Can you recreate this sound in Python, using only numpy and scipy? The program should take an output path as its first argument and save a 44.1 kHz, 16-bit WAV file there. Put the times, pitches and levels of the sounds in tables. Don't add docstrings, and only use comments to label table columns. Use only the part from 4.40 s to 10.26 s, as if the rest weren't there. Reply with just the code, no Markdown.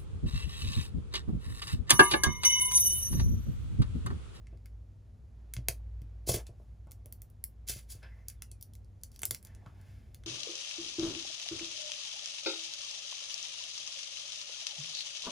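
import sys
import numpy as np
from scipy import signal
from scipy.fft import rfft, irfft, next_fast_len
from scipy.io import wavfile
from scipy.ndimage import uniform_filter1d

SR = 44100
rng = np.random.default_rng(int(sys.argv[2]) if len(sys.argv) > 2 else 0)


def invert_db(x):
    u = np.asarray(x, float) / 20
    return 10 ** u


def waveform_to_disk(signal):
    frames = np.transpose(np.atleast_2d(signal))
    scaled = np.clip(frames, -1, 1) * 32767
    samples = np.round(scaled).astype(np.int16)
    wavfile.write(sys.argv[1], SR, samples)


N = 258426
T = np.arange(N) / SR


def band(x, lo_hz, hi_hz):
    return signal.sosfilt(signal.butter(2, [lo_hz, hi_hz], "band", fs=SR, output="sos"), x)


def unit(x):
    return x / np.sqrt(np.mean(x ** 2))


def colour(x, points):
    hz, db = np.transpose(points)
    size = next_fast_len(N)
    f = np.arange(size // 2 + 1) * SR / size + 1
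    gain = invert_db(np.interp(np.log(f), np.log(hz), db))
    return irfft(rfft(x, size) * gain, size)[..., :N]


def peaks(x, table):
    out = 0
    for k, (hz, width, db) in enumerate(table):
        resonance = signal.lfilter(*signal.iirpeak(hz, hz / width, SR), x)
        out = out + (-1) ** k * invert_db(db) * resonance
    return out


def ring(x, modes):
    out = 0
    for hz, t60, db in modes:
        pole = np.exp(2j * np.pi * hz / SR - np.log(1000) / (t60 * SR))
        out = out + invert_db(db) * signal.lfilter([1], [1, -pole], x).imag
    return out


def walk(rate):
    k = int(SR / rate)
    held = np.repeat(rng.standard_normal(N // k + 1), k)
    return 1.182 * uniform_filter1d(held, k)[:N]


def swell(s, db, rise_s, fall_s):
    late = T - s
    gain = invert_db(db - 30 * np.maximum(-late / rise_s, late / fall_s))
    return gain * (late > -rise_s) * (late < 1.5 * fall_s)


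# (frequency [Hz], side minus mid [dB])
SIDE_LEVEL = [(60, -18.5), (200, -9), (700, -4), (1300, 2), (2400, -11), (4400, -11), (8000, -8.5),
              (15000, -23)]


def wide(x, other):
    return x + colour(other, SIDE_LEVEL) * np.array([[1], [-1]])


# (frequency [Hz], relative density [dB])
AIR_SPECTRUM = [(25, -37), (40, 1), (60, 8), (100, -1), (140, -6), (170, -14.5), (220, -12), (280, -21),
                (450, -25), (750, -30.5), (1000, -37.5), (3000, -46), (7000, -48), (11000, -52),
                (14000, -54), (16000, -78.5)]


def air():
    level_db, swell_db = -54, 0.9
    mid, side = colour(rng.standard_normal((2, N)), AIR_SPECTRUM)
    return wide(mid, side) * invert_db(level_db + swell_db * walk(2)) / np.std(mid)


# (time [s], level [dB])
LOWER_HUM = [(0, -49), (.41, -51.5), (.67, -69), (1.0, -48), (1.7, -45), (2.05, -48.5), (2.6, -52.5),
             (3.2, -49.5), (4.3, -55.5), (5.86, -70)]


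def hum():
    hum_hz, width_hz, waver_db = (56.5, 97), (1.7, 1.3), (1.5, -1.37)
    rough_db = -6
    levels = np.interp(T, *np.transpose(LOWER_HUM)), -56
    out = 0
    for hz, width, db, waver in zip(hum_hz, width_hz, levels, waver_db):
        wobble = unit(peaks(rng.standard_normal(N), [(hz, width, 0)]))
        phase = 2 * np.pi * np.cumsum(hz * (1 + 0.015 * walk(3.096))) / SR
        out = out + invert_db(db + waver * walk(2.4)) * (np.sin(phase) + invert_db(rough_db) * wobble)
    return out


def room(x):
    t60_s, level_db, gap_s = 0.13, -6, 0.0013
    t = np.arange(SR // 4) / SR
    shape = np.exp(-np.log(1000) * t / t60_s) * np.clip(t / gap_s, 0, 1)
    tails = rng.standard_normal((2, len(t))) * shape / np.sqrt(np.sum(shape ** 2))
    mid, side = signal.fftconvolve(x[None], tails, axes=1)[:, :N]
    return invert_db(level_db) * wide(mid, side)


# (peak time [s], peak level [dB], 30 dB rise [s], 30 dB fall [s])
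WHISTLE_LEVELS = [(3.83, -88, .2, .5), (4.09, -79, .2, .35)]


def whistle():
    start_s, end_s, sink_s = 3.76, 4.24, 0.165
    start_hz, floor_hz = 8000, 1900
    late = np.maximum(T - start_s, 0)
    hz = floor_hz + (start_hz - floor_hz) * np.exp(-late / sink_s)
    phase = 2 * np.pi * np.cumsum(hz * (1 + 0.007 * walk(200))) / SR
    level = sum(swell(*row) for row in WHISTLE_LEVELS) * invert_db(2.5 * walk(40))
    return np.sin(phase) * level * (late > 0) * (T < end_s)


# (peak time [s], peak level [dB], 30 dB fall [s], start frequency [Hz], end frequency [Hz])
SINGING_BANDS = [(2.07, -66.5, 0.041, 2605, 2430), (3.634, -57.5, 0.13, 1620, 1750),
                 (3.7, -69, 0.45, 1934, 1914), (5.079, -73.5, .9, 1800, 1930),
                            (5.266, -60.5, .08, 1280, 1510), (5.4, -73, 0.081, 1600, 1640)]


def singing():
    width_hz, rise_s, glide_s = 280, 0.024, 0.155
    sos = signal.butter(2, width_hz / 2, fs=SR, output="sos")
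    re, im = signal.sosfilt(sos, rng.standard_normal((2, N)))
    out = 0
    for s, db, fall_s, start_hz, end_hz in SINGING_BANDS:
        hz = np.interp(T, (s, s + glide_s), (start_hz, end_hz))
        carrier = np.exp(2j * np.pi * np.cumsum(hz) / SR)
        tone = unit(((re + 1j * im) * carrier).real)
        fade_out = uniform_filter1d(1.0 * (T < s + glide_s), size=2000)
        out = out + tone * swell(s, db, rise_s, fall_s) * fade_out
    return out


# (peak time [s], peak level [dB], 30 dB rise [s], 30 dB fall [s],
# dull part [dB re peak], treble [dB re peak])
BRUSH_STROKES = [(.13, -80.5, 0.24, 0.14, -11, -12), (0.261, -70, 0.0088, 0.022, -13, -10),
                 (1.999, -58, 0.088, 0.036, 3.5, -3), (2.069, -76.5, 0.011, 0.041, 10, 16),
                 (2.211, -97.5, .3, .5, 15, 15), (2.474, -86.5, 0.0089, 0.18, 19.5, -17.5),
                 (2.672, -97, 0.023, 0.17, 3, -17.5), (3.502, -71.5, 0.054, 0.34, -5, 4.5),
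                 (3.634, -59, 0.014, 0.11, -1.5, -30), (3.784, -81.5, 0.14, 0.22, 6, -3),
                 (3.9, -71.5, .06, 0.12, -14, -6), (4.96, -75, .03, 0.033, 6, -10),
                 (5.07, -71.5, 0.09, 0.26, 0, -6.5), (5.264, -71.5, 0.011, 0.077, -8, -6),
                 (5.23, -91, 0.074, 0.28, 19, -9), (5.37, -83, 0.27, 0.37, 8, -6),
                 (5.49, -73, 0.33, 0.69, -14, -2.5)]
# (frequency [Hz], width [Hz], relative level [dB])
CLOTH_MAIN = [(1330, 670, 2), (1800, 900, 7.5), (2960, 1500, 0.5), (5210, 400, -2.5)]
CLOTH_LOW = [(447, 920, -11.5), (890, 430, -6.5)]


def brushes():
    press, dull, treble = np.zeros((3, N))
    for *stroke, dull_db, treble_db in BRUSH_STROKES:
        gain = swell(*stroke)
        press += gain
        dull += invert_db(dull_db) * gain
        treble += invert_db(treble_db) * gain
    noise = rng.standard_normal((3, N))
    rub = press * unit(peaks(noise[0], CLOTH_MAIN)) + dull * unit(peaks(noise[1], CLOTH_LOW))
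    return rub + treble * unit(band(noise[2], 2000, 14000))


# (time [s], push strength [dB], knock [dB re push], push length [ms])
TABLE_THUDS = [(0.126, -42, -7.5, 8.5), (1.167, -30.5, -26, 7.9), (1.186, -38.5, -18, 2),
               (1.288, -35, -3.5, 7.9), (1.618, -44, -23, 2.4), (1.875, -48.5, 13, 5.1),
               (1.893, -29.5, 3.5, 0.99), (1.914, -33, -21, 3.5), (1.943, -30.5, 0.5, 3.9),
               (1.969, -36, 2, 7.1), (2.091, -39.5, -8.5, 7.9), (2.2, -60, 4, 1.3), (2.469, -51, -18, 2),
               (2.657, -50.5, 1, 7.8), (3.296, -41.5, -3.5, 5.6), (3.36, -43.5, -9.5, 5.9),
               (3.549, -43.5, -12, 7.4), (4.12, -57, -7, 3.1), (4.832, -43.5, -2.5, 10.3),
               (4.91, -43.5, -3.5, 3.8), (5.267, -47, -40, 1.2)]
# (frequency [Hz], t60 [s], relative level [dB])
LOW_MODES = [(72.67, 0.036, -8), (121, 0.13, 3.5), (172, 0.05, -1.5), (279.5, 0.24, -15.5)]
KNOCK_MODES = [(367, 0.057, -8.5), (436, 0.043, -1.5), (513, 0.036, -5.5), (580, 0.14, -6.5),
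               (642.6, .04, -11.5), (970, 0.037, -20.5)]


def thuds():
    scuff_db, scuff_s = -6, 0.036
    low, knock = np.zeros((2, N + 2000))
    t = np.arange(2000) / SR
    scuffs = rng.standard_normal((len(TABLE_THUDS), len(t))) * np.exp(-t / scuff_s)
    for (s, db, knock_db, push_ms), scuff in zip(TABLE_THUDS, scuffs):
        i = int(s * SR)
        push = np.hanning(int(np.clip(push_ms, 0.3, 12) * SR / 1000) + 2)
        low[i:i + len(push)] += invert_db(db) * push / push.sum()
        edge = push[::4]
        size = invert_db(db + knock_db)
        knock[i:i + len(edge)] += size * edge / edge.sum()
        scuff = band(scuff / np.linalg.norm(scuff), 320, 1300)
        knock[i:i + len(t)] += size * invert_db(scuff_db) * scuff
    return (ring(low, LOW_MODES) + ring(knock, KNOCK_MODES))[:N]


# (frequency [Hz], width [Hz], level before the overall lift [dB])
WALL_RESONANCES = [(2110, 190, 2), (3190, 77, -1), (4624, 290, 3), (5650, 170, -1), (5960, 200, -9),
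                   (8100, 3600, -0.5), (9710, 2000, -4.5), (10250, 1200, -2.5), (13840, 370, 2.5)]


def plastic(body, middle, upper, top, lift_db):
    force = band(body, 240, 1000) - band(middle, 1400, 3300)
    force = force + band(upper, 3700, 9580) - band(top, 11000, 15640)
    for mode in WALL_RESONANCES:
        force = force + invert_db(lift_db) * peaks(force, [mode])
    return force


# (peak time [s], peak strength before range gains [dB], 30 dB rise [s],
# 30 dB fall [s], middle range [dB re peak])
CAP_SCRAPES = [(1.87, -43.5, 0.0091, 0.064, -14.5), (1.894, -29, 0.022, 0.067, -14),
               (1.946, -36, 0.036, 0.057, -6), (3.276, -51.5, .008, 0.16, -11.5),
               (3.299, -39, 0.029, 0.078, -11.5), (3.328, -52, 0.062, 0.029, 1.5),
               (3.39, -58.5, 0.11, 0.056, 3.5), (3.504, -48, 0.018, 0.077, -27),
               (3.524, -53, 0.037, 0.026, -25), (4.75, -69, .06, .06, -2)]


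def scrapes():
    body_gain, top_gain = invert_db(-20), invert_db(-1)
    push = sum(swell(*row[:4]) for row in CAP_SCRAPES)
    push_mid = sum(invert_db(row[4]) * swell(*row[:4]) for row in CAP_SCRAPES)
    grains = unit(rng.standard_normal(N) * invert_db(2.2 * rng.exponential(size=N)))
    grains = grains * invert_db(2.5 * walk(250))
    force = push * grains
    return plastic(body_gain * force, push_mid * grains, force, top_gain * force, lift_db=-6)


# (time [s], strength before range gains [dB],
# body, middle and top ranges [dB re strength, before range gains])
PLASTIC_CLICKS = [(0.0702, -54.5, -23, 10.5, -26), (0.174, -63, -12, 10, -11), (0.2583, -49.5, -17, 5, 2),
                  (1.1376, -29.5, -9.5, -3, 1.5), (1.1663, -41, 3.5, 14.5, -11.5),
                  (1.285, -16, -1.5, -2.5, 3.5), (1.6184, -56.5, -12, 8, 1), (1.871, -37.5, -29, -30, -5),
                  (1.9433, -32, -31, -28, -5.5), (2.0682, -40, -34, -12, -22),
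                  (2.4714, -62, 24.5, -1.5, -7.5), (2.5111, -46.5, -21.5, -8.5, 1),
                  (2.518, -43.5, -29, -1, 7), (2.6589, -57, -9, 5, 19), (2.7248, -44.5, -37, -6, 17.5),
                  (2.819, -44, -31.5, 4.5, 16.5), (2.9004, -65, -2.5, -19, 18), (3.04, -36.5, -39, -4, 16),
                  (3.6295, -51.5, 5, 3.5, -17.5), (3.884, -31.5, -46, -32, 4.5),
                  (3.9003, -41, -35.5, -6, 8), (4.0216, -36, -16, 7, 5), (4.1153, -36.5, -37.5, -27, -9.5),
                  (4.2112, -44, -24.5, -38, 5), (4.2262, -39, -32.5, -46, 6), (4.336, -48, -26, -11, -3),
                  (4.3528, -45, -22, -15.5, 1.5), (4.4464, -56.5, -20, -23, -15),
                  (4.614, -59, -38, -11, -15), (4.6352, -33.5, -46.5, -7, 0), (4.7173, -48.5, -13, -9, 1),
                  (4.7613, -43, -28, -5, -4), (4.7924, -40.5, -31, -4, 3.5), (4.8186, -42, -3.5, 2, 16.5),
                  (4.833, -21.5, -6.5, -5.5, -7), (4.8539, -25.5, -9.5, -12, 9.5),
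                  (4.909, -20.5, -12, -5.5, 6), (4.9152, -36.5, -38, -26, 2),
                  (4.941, -44, -33.5, -12, -27.5), (4.9471, -26.5, -33, -7.5, 0.5),
                  (5.0277, -53, -18, 0, 11), (5.0495, -40.5, -19.5, -21, 8), (5.0708, -43, -17, -25, 1),
                  (5.1497, -48.5, -13, 0, -9), (5.2622, -55, 19.5, 13, -29), (5.4132, -55, -10, -17, 2.5),
                  (5.7461, -40.5, -24, -9.5, 1), (5.837, -51.5, -31, 11, -25)]


def clicks():
    chatter_s, scatter_db, touch_db = 0.00056, 4, -1
    bounce_s, bounce_db = 0.0012, -7.5
    rattle_s, rattle_db = 0.0087, -24
    ring_t60, ring_db = 0.011, -16
    gain_db = (14, 8, 8, 9)
    t = np.arange(2400) / SR
    fade = np.exp(-t / chatter_s)
    fade = fade + invert_db(bounce_db) * np.interp(t - bounce_s, t, fade, left=0)
    fade = fade + invert_db(rattle_db) * np.exp(-t / rattle_s)
    chance = rng.standard_normal((len(PLASTIC_CLICKS), 2, len(t)))
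    struck_hz = rng.choice(np.array(WALL_RESONANCES)[2:6, 0], len(PLASTIC_CLICKS))
    force, rings = np.zeros((4, N + len(t))), np.zeros(N + len(t))
    for (s, db, body_db, mid_db, top_db), hz, (noise, grain) in zip(PLASTIC_CLICKS, struck_hz, chance):
        burst = noise * fade * invert_db(scatter_db * unit(uniform_filter1d(grain, size=16)))
        burst = burst / np.linalg.norm(burst) + invert_db(touch_db) * (t == 0)
        range_db = db + np.array([body_db, mid_db, 0, top_db]) + gain_db
        i = int(s * SR)
        force[:, i:i + len(t)] += invert_db(range_db)[:, None] * burst
        decay = np.exp(-np.log(1000) * t / ring_t60)
        rings[i:i + len(t)] += invert_db(db + ring_db) * np.sin(2 * np.pi * hz * t) * decay
    return plastic(*force[:, :N], lift_db=-4.5) + rings[:N]


def scene():
    near = clicks() + scrapes() + thuds() + brushes() + singing() + whistle()
    return near + room(band(near, 362, 14500)) + hum() + air()


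def top_cut(x):
    return signal.sosfilt(signal.butter(12, 16850, fs=SR, output="sos"), x)


# (frequency [Hz], lead [rad])
PORT_LEAD = [(0, 0), (900, 0), (1400, -.7), (1800, 0), (6800, 0), (8550, -np.pi), (9300, -5.2),
             (10300, -6.5), (12150, -3 * np.pi), (13700, -12.4), (15000, -14), (16500, -14.5)]


def record(dry):
    sos = np.vstack([signal.butter(2, 36.2, "high", fs=SR, output="sos"),
                     signal.butter(8, 15900, fs=SR, output="sos")])
    trimmed = signal.sosfilt(sos, dry)
    size = next_fast_len(N)
    lead = np.interp(np.arange(size // 2 + 1) * SR / size, *np.transpose(PORT_LEAD))
    turn = np.exp(0.5j * lead * np.array([[1], [-1]]))
    mix = irfft(rfft(trimmed, size) * turn, size)[:, :N]
    return top_cut(mix)


dry = scene()
out = record(dry)
waveform_to_disk(out)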